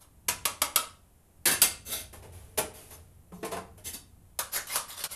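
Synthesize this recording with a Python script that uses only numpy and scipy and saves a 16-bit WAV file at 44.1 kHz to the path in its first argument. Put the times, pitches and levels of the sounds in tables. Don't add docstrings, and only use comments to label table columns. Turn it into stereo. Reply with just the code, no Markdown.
import sys
import numpy as np
from scipy import signal
from scipy.fft import rfft, irfft, next_fast_len
from scipy.io import wavfile
from scipy.ndimage import uniform_filter1d, map_coordinates

SR = 44100
rng = np.random.default_rng(int(sys.argv[2]) if len(sys.argv) > 2 else 0)


def wav_record(signal):
    frames = np.transpose(np.atleast_2d(signal))
    bounded = np.clip(frames, -1, 1)
    quanta = np.round(bounded * 32767).astype(np.int16)
    wavfile.write(sys.argv[1], SR, quanta)


N = 227497
TIME = np.arange(N) / SR
AFTER = np.arange(SR // 2) / SR
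TOP_HZ = 14500

# (time [s], level [dB], chatter t60 [s], tilt [dB/octave], wall ring [dB])
SPOON_TAPS = [(.283, -11, 0.075, 0.7, -6), (.453, -5.5, 0.032, 0.7, 0), (.6175, -2.5, 0.028, 1.0, 4.5),
              (.759, 0, 0.026, 1.57, 3.5)]
# (time [s], level [dB], chatter t60 [s], tilt [dB/octave], floor clank [dB])
SPOON_BOUNCES = [(1.455, -6.5, 0.044, -0.9, 4), (1.471, -8.5, 0.041, -1.4, 6),
                 (1.482, -12.5, 0.033, -3.7, 9), (1.513, -12, 0.048, -2.2, -0.5),
                 (1.524, -18, 0.036, -1.5, 0), (1.617, 3.5, 0.024, -0.12, -17.5),
                 (1.626, -3.5, 0.013, -1, -15.5)]
# (time [s], level [dB], chatter t60 [s], tilt [dB/octave])
HAND_BUMPS = [(2.127, -39.5, 0.19, -2.5), (2.222, -41, 0.26, -4.5), (2.32, -50, 0.93, -1.7),
              (2.574, -16.5, 0.11, -2), (2.583, -11, 0.039, -1), (2.735, -47, 0.91, -1),
              (2.905, -42, 0.22, -2.5), (3.775, -46, 0.14, -1.5)]
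# (time [s], level [dB], chatter t60 [s], tilt [dB/octave], boom [dB])
RIND_THUDS = [(3.320, -18, 0.021, -1, 13), (3.428, -15.5, 0.045, -0.5, -3), (3.447, -22.5, 0.048, 6, -2),
              (3.513, -23, 0.11, 2.5, 7), (3.566, -17, 0.03, 2, -12)]
# (time [s], level [dB], chatter t60 [s], tilt [dB/octave], wall ring [dB])
FORK_CLICKS = [(4.389, -16.5, 0.04, 0.65, 0), (4.409, -17.5, 0.0098, -4, 5.5), (4.535, -19, 0.021, 14, -12),
               (4.670, -32.5, 0.033, 0.5, -8), (4.704, -30, 0.018, -1.5, -8), (4.730, -35, 0.046, 15, -6),
               (4.757, -12, 0.019, 0, 1), (4.764, -14, 0.013, 0, 5), (4.992, -34, 0.022, -0.5, -4),
               (5.038, -18.5, 0.041, -0.5, -10)]
# (start [s], rise [s], fall [s], level [dB], swell [dB])
STIR_STROKES = [(0, 0.0051, 0.02, -53, 1), (4.515, 0.05, 0.012, -26.5, 9.5),
                (4.665, 0.099, 0.026, -28.5, 16), (4.876, 0.0072, 0.06, -39.5, 7),
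                (4.96, 0.028, 0.022, -39.5, -2.5), (5.106, 0.0063, 0.02, -30.5, 8)]
# (start [s], rise [s], fall [s], level [dB], swell [dB])
SLIDE_STROKES = [(1.848, 0.083, 0.087, -37.5, 8), (1.914, 0.012, 0.0075, -33, 5.5),
                 (2.735, 0.014, 0.13, -55.5, 7.5), (2.89, 0.037, 0.022, -53, 1.5),
                 (3.318, 0.02, 0.1, -62, 8.5), (3.838, 0.04, 0.017, -38, 4.5),
                 (3.924, 0.016, 0.0086, -38, 1)]
# (time [s], level [dB])
RUMBLE_LEVELS = [(0, -48.5), (.3, -37), (1.25, -50.5), (1.55, -40.5), (2.5, -36.5), (2.8, -41), (3.9, -41),
                 (5.15, -49)]

# (frequency [Hz], level [dB])
TUB_TONE = [(200, -11.5), (420, -12), (570, -7.5), (740, -10), (950, -9), (1300, -8), (1700, -10),
            (2400, -10), (3600, -11), (8000, -13), (11000, -9.5), (13500, -19)]
SPOON_TONE = [(280, -11), (800, -8), (1300, -9), (2300, -8.5), (4000, -8), (7000, -7.5), (11000, 0.5),
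              (13500, -7)]
BASIN_TONE = [(250, -10.5), (430, 0.5), (600, -7.5), (780, -3.5), (1200, -10.5), (2600, -11), (4500, -16),
              (8000, -12), (11000, -4), (13500, -15.5)]
FAR_SINK_TONE = [(170, -5.5), (290, -10.5), (430, -2.5), (560, -4.5), (780, 0), (1100, -6.5), (1700, -10.5),
                 (3500, -21.5), (7000, -27.5), (11000, -24.5), (13500, -38)]
FORK_TONE = [(330, -20), (580, -5), (850, -9.5), (1150, -4), (1500, -9.5), (2000, -14), (3400, -11.5),
             (8000, -12), (11000, -6.5), (13500, -13.5)]
SLIDE_TONE = [(400, -1), (900, -3.5), (1600, -7), (3600, -4), (5000, -4.5), (8000, -2.5), (11000, 1.5),
              (13500, -5.5)]
MOUNT_TONE = [(20, -17), (40, -16.5), (60, -9), (85, -3.5), (120, -17.5), (200, -21), (400, -42.5),
              (1000, -94)]
AIR_TONE = [(30, 16.5), (200, 9.5), (700, 4), (1500, -8), (5000, -16), (11000, -5.5), (14000, -11.5)]

# (frequency [Hz], lift [dB], t60 [s])
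TUB_RING = [(600, 2, 0.07), (940, 7, 0.04), (1130, 3, 0.03), (1310, 2, 0.018), (2090, 1, 0.06)]
SPOON_RING = [(2114, 11, 0.27), (2670, 12, 0.097), (3217, 5.4, 0.12), (3750, 5.7, 0.07), (4640, 6, 0.027),
              (6270, 13, 0.055), (10200, 4.5, 0.04), (11630, 5, 0.037), (12035, 9.6, 0.05)]
BASIN_RING = [(446, 6.6, 0.24), (618.4, 13.8, 0.16), (863, 5.1, 0.12), (2380, 3.9, 0.14)]
BASIN_FLOOR_RING = [(1594, 11.5, 0.13), (1700, 4.5, 0.014)]
FAR_SINK_WALL_RING = [(433, 15.1, 0.042), (680, 11.4, 0.11), (1054, 15, 0.18)]
FAR_SINK_BOOM_RING = [(184, 11, 0.14)]

# (frequency [Hz], t60 [s])
ROOM_DECAY = [(200, 0.62), (530, 0.39), (1400, 0.37), (3700, 0.34), (10000, 0.31), (15000, 0.063)]
# (frequency [Hz], left-right likeness [0..1])
DIRECT_LIKENESS = [(100, 0.61), (1200, 0.76), (2600, 0.26), (5000, 0.061), (10000, 0)]
ROOM_LIKENESS = [(100, 0.063), (500, 0.59), (1500, 0.05), (4000, 0.024)]
# (frequency [Hz], left minus right [dB])
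PORT_BALANCE = [(100, 2.5), (600, 2), (1500, -2), (3000, -1), (6000, -2), (8500, -1), (11000, 7.5),
                (14000, 4.5)]


def spoon():
    tub = body(TUB_TONE, TUB_RING)
    taps = contacts(SPOON_TAPS, tub, wet_db=-4.5, gain_db=-2, rise_s=0.00176, push_db=-0.5)
    steel, floor = body(SPOON_TONE, SPOON_RING), body([(0, 0)], BASIN_FLOOR_RING)
    tone = lambda hz, clank_db: steel(hz) + floor(hz, clank_db)
    clatter = contacts(SPOON_BOUNCES, tone, wet_db=2, gain_db=-2.5, rise_s=0.002335, push_db=-6.5)
    return taps + clatter


def lime():
    basin = body(BASIN_TONE, BASIN_RING)
    bumps = contacts(HAND_BUMPS, basin, wet_db=-3.5, gain_db=1, rise_s=0.0042, push_db=-31)
    walls, boom = body(FAR_SINK_TONE, FAR_SINK_WALL_RING), body([(0, 0)], FAR_SINK_BOOM_RING)
    tone = lambda hz, boom_db: walls(hz) + boom(hz, boom_db)
    thuds = contacts(RIND_THUDS, tone, wet_db=0, gain_db=2, rise_s=0.00697, push_db=0, push_s=0.00038)
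    return bumps + thuds


def fork():
    tub, pressure = body(FORK_TONE, TUB_RING), strokes(STIR_STROKES)
    clicks = contacts(FORK_CLICKS, tub, wet_db=-2, gain_db=1.5, rise_s=0.00121, push_db=-8.5)
    scrape = friction(lambda hz: tub(hz, ring_db=-3), pressure, patchy_db=3.5, grit_db=1, slip_hz=226.5)
    crackle = amp(-3) * pressure * wet_ticks()
    return clicks + kitchen(scrape + crackle, wet_db=-1.5)


def wet_ticks(per_second=240, pitch_hz=6500, spread=.55, decay_cycles=3, size_db=5):
    count = round(per_second * N / SR)
    when, size, pans = rng.random((count, 3)).T
    pitches = np.minimum(pitch_hz * np.exp(spread * rng.standard_normal(count)), TOP_HZ)
    levels_db = -size_db * np.log(1 - .97 * size)
    track = np.zeros((2, N))
    for start, db, pan, hz in zip(when * N / SR, levels_db, pans, pitches):
        cycles = hz * AFTER[:SR // 100]
        tick = np.sin(2 * np.pi * cycles) * np.exp(-cycles / decay_cycles)
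        add(track, start, amp(db) * np.outer(np.sqrt([pan, 1 - pan]), tick))
    return unit(track)


def slides():
    steel = body(SLIDE_TONE, SPOON_RING)
    held = lambda hz: steel(hz, ring_db=-1)
    rasp = friction(held, strokes(SLIDE_STROKES), patchy_db=3, grit_db=0.5, slip_hz=271.8)
    return kitchen(amp(3) * rasp, wet_db=-1)


def contacts(rows, tone, wet_db, gain_db, rise_s, push_db, push_s=.00007):
    track = np.zeros((2, N))
    for start, db, chatter_t60, tilt_db, *ring_db in rows:
        force = (1 - np.exp(-AFTER / rise_s)) * amp(-60 * AFTER / chatter_t60)
        chatter = blend(rng.standard_normal((2, len(AFTER))), DIRECT_LIKENESS) * force
        push_age = np.maximum(AFTER - rise_s, 0) / push_s
        push = push_age * np.exp(-push_age)
        drive = chatter + amp(push_db) * np.linalg.norm(force) * push / push.sum()
        hit_tone = lambda hz: tone(hz, *ring_db) + tilt_db * np.log2(hz + 500) + low_cut(hz)
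        hit = unit(colour(drive, hit_tone))
        gain = amp(db + gain_db) * np.sqrt(np.mean(force ** 2))
        add(track, start, gain * kitchen(hit, wet_db))
    return track


def friction(tone, pressure, patchy_db, grit_db, slip_hz):
    spectra = signal.stft(rng.standard_normal((2, N)), nperseg=512)[2]
    patches = uniform_filter1d(rng.standard_normal(spectra.shape[1:]), size=4, axis=0)
    patches = unit(uniform_filter1d(patches, size=12, axis=1))
    rasp = signal.istft(spectra * amp(patchy_db * patches), nperseg=512)[1][:, :N]
    gritty = blend(rasp, DIRECT_LIKENESS) * amp(grit_db * wobble(slip_hz))
    return pressure * unit(colour(gritty, lambda hz: tone(hz) + low_cut(hz)))


def strokes(rows, bite_s=.018, release_s=.015):
    pressure = np.zeros(N)
    for start, rise_s, fall_s, db, swell_db in rows:
        crest, end = start + rise_s, start + rise_s + fall_s
        touching = np.clip((TIME - start) / bite_s, 0, 1) * np.clip(1 - (TIME - end) / release_s, 0, 1)
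        pressure += touching * amp(db - swell_db * np.interp(TIME, [start, crest, end], [1, 0, 1]))
    return pressure


def body(spectrum, modes):
    centre, lift_db, t60 = np.transpose(modes)[:, :, None]
    half_width = np.log(1000) / (2 * np.pi * t60)
    peaks = lambda hz: np.sum(amp(lift_db) ** 2 / (1 + ((hz - centre) / half_width) ** 2), axis=0)
    return lambda hz, ring_db=0: along(spectrum, hz) + 10 * np.log10(1 + amp(ring_db) ** 2 * peaks(hz))


def low_cut(hz, corner_hz=130):
    return -10 * np.log10(1 + (corner_hz / (hz + 10)) ** 4)


def kitchen(x, wet_db, build_s=0.0012, early_db=-3, early_t60=0.23):
    noise = blend(rng.standard_normal((2, len(AFTER))), ROOM_LIKENESS)
    hz, t, spectra = signal.stft(noise, SR, nperseg=256)
    decay = amp(-60 * t / along(ROOM_DECAY, hz)[:, None])
    tail = signal.istft(spectra * decay, SR, nperseg=256)[1][:, :len(AFTER)]
    slap = 1 + amp(early_db - 60 * AFTER / early_t60)
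    tail = tail * (1 - np.exp(-AFTER / build_s)) * slap
    tail = tail / np.linalg.norm(tail[0])
    direct = colour(x, lambda hz: np.outer([1, -1], 0.34 * along(PORT_BALANCE, hz)))
    return direct + amp(wet_db) * signal.fftconvolve(x, tail, axes=1)[:, :x.shape[-1]]


def background(wander_db=-1, wander_hz=24):
    rumble = colour(blend(rng.standard_normal((2, N)), [(100, 0.96)]), lambda hz: along(MOUNT_TONE, hz))
    air = colour(blend(rng.standard_normal((2, N)), ROOM_LIKENESS), lambda hz: along(AIR_TONE, hz))
    rumble_db = np.interp(TIME, *np.transpose(RUMBLE_LEVELS)) + wander_db * wobble(wander_hz)
    return amp(rumble_db) * unit(rumble) + amp(-59) * unit(air)


def colour(x, gain_db):
    n = x.shape[-1]
    m = 2 * next_fast_len(n)
    cepstrum = irfft(np.log(amp(gain_db(np.fft.rfftfreq(m, 1 / SR)))), m)
    cepstrum[..., 1:m // 2] *= 2
    cepstrum[..., m // 2 + 1:] = 0
    return irfft(rfft(x, m) * np.exp(rfft(cepstrum)), m)[..., :n]


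def blend(pair, likeness):
    n = pair.shape[-1]
    m = next_fast_len(n)
    angle = np.arccos(np.clip(along(likeness, np.fft.rfftfreq(m, 1 / SR)), -1, 1)) / 2
    mid, side = irfft(rfft(pair, m) * [np.cos(angle), np.sin(angle)], m)[:, :n]
    return np.array([mid + side, mid - side])


def wobble(rate):
    return map_coordinates(rng.standard_normal(N // 20), [TIME * rate], mode="wrap")


def along(points, hz):
    knots_hz, values = np.transpose(points)
    return np.interp(np.log(hz + 1), np.log(knots_hz + 1), values)


def amp(db):
    return 10 ** (np.asarray(db) / 20)


def unit(x):
    return x / np.sqrt(np.mean(x ** 2) + 1e-20)


def add(track, start_s, x):
    part = track[:, round(start_s * SR):][:, :x.shape[-1]]
    part += x[:, :part.shape[-1]]


def scene():
    dip_s, half_width_s, dip_db = 5.085, 0.014, -15
    dip = amp(dip_db * np.exp(-((TIME - dip_s) / half_width_s) ** 2))
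    return (spoon() + lime() + slides() + fork() + background()) * dip


def record(dry):
    m = next_fast_len(N + SR // 2)
    hz = np.fft.rfftfreq(m, 1 / SR)
    balance = amp(along(PORT_BALANCE, hz))
    ports = np.array([balance, -np.ones_like(hz)]) * np.sqrt(2 / (1 + balance ** 2))
    high_cut = 1 / (1 + (hz / TOP_HZ) ** 90)
    heard = irfft(rfft(dry, m) * ports, m)
    soft_clipped = heard / (1 + (heard / .85) ** 6) ** (1 / 6)
    return irfft(rfft(soft_clipped) * high_cut, m)[:, :N]


dry = scene()
out = record(dry)
wav_record(out)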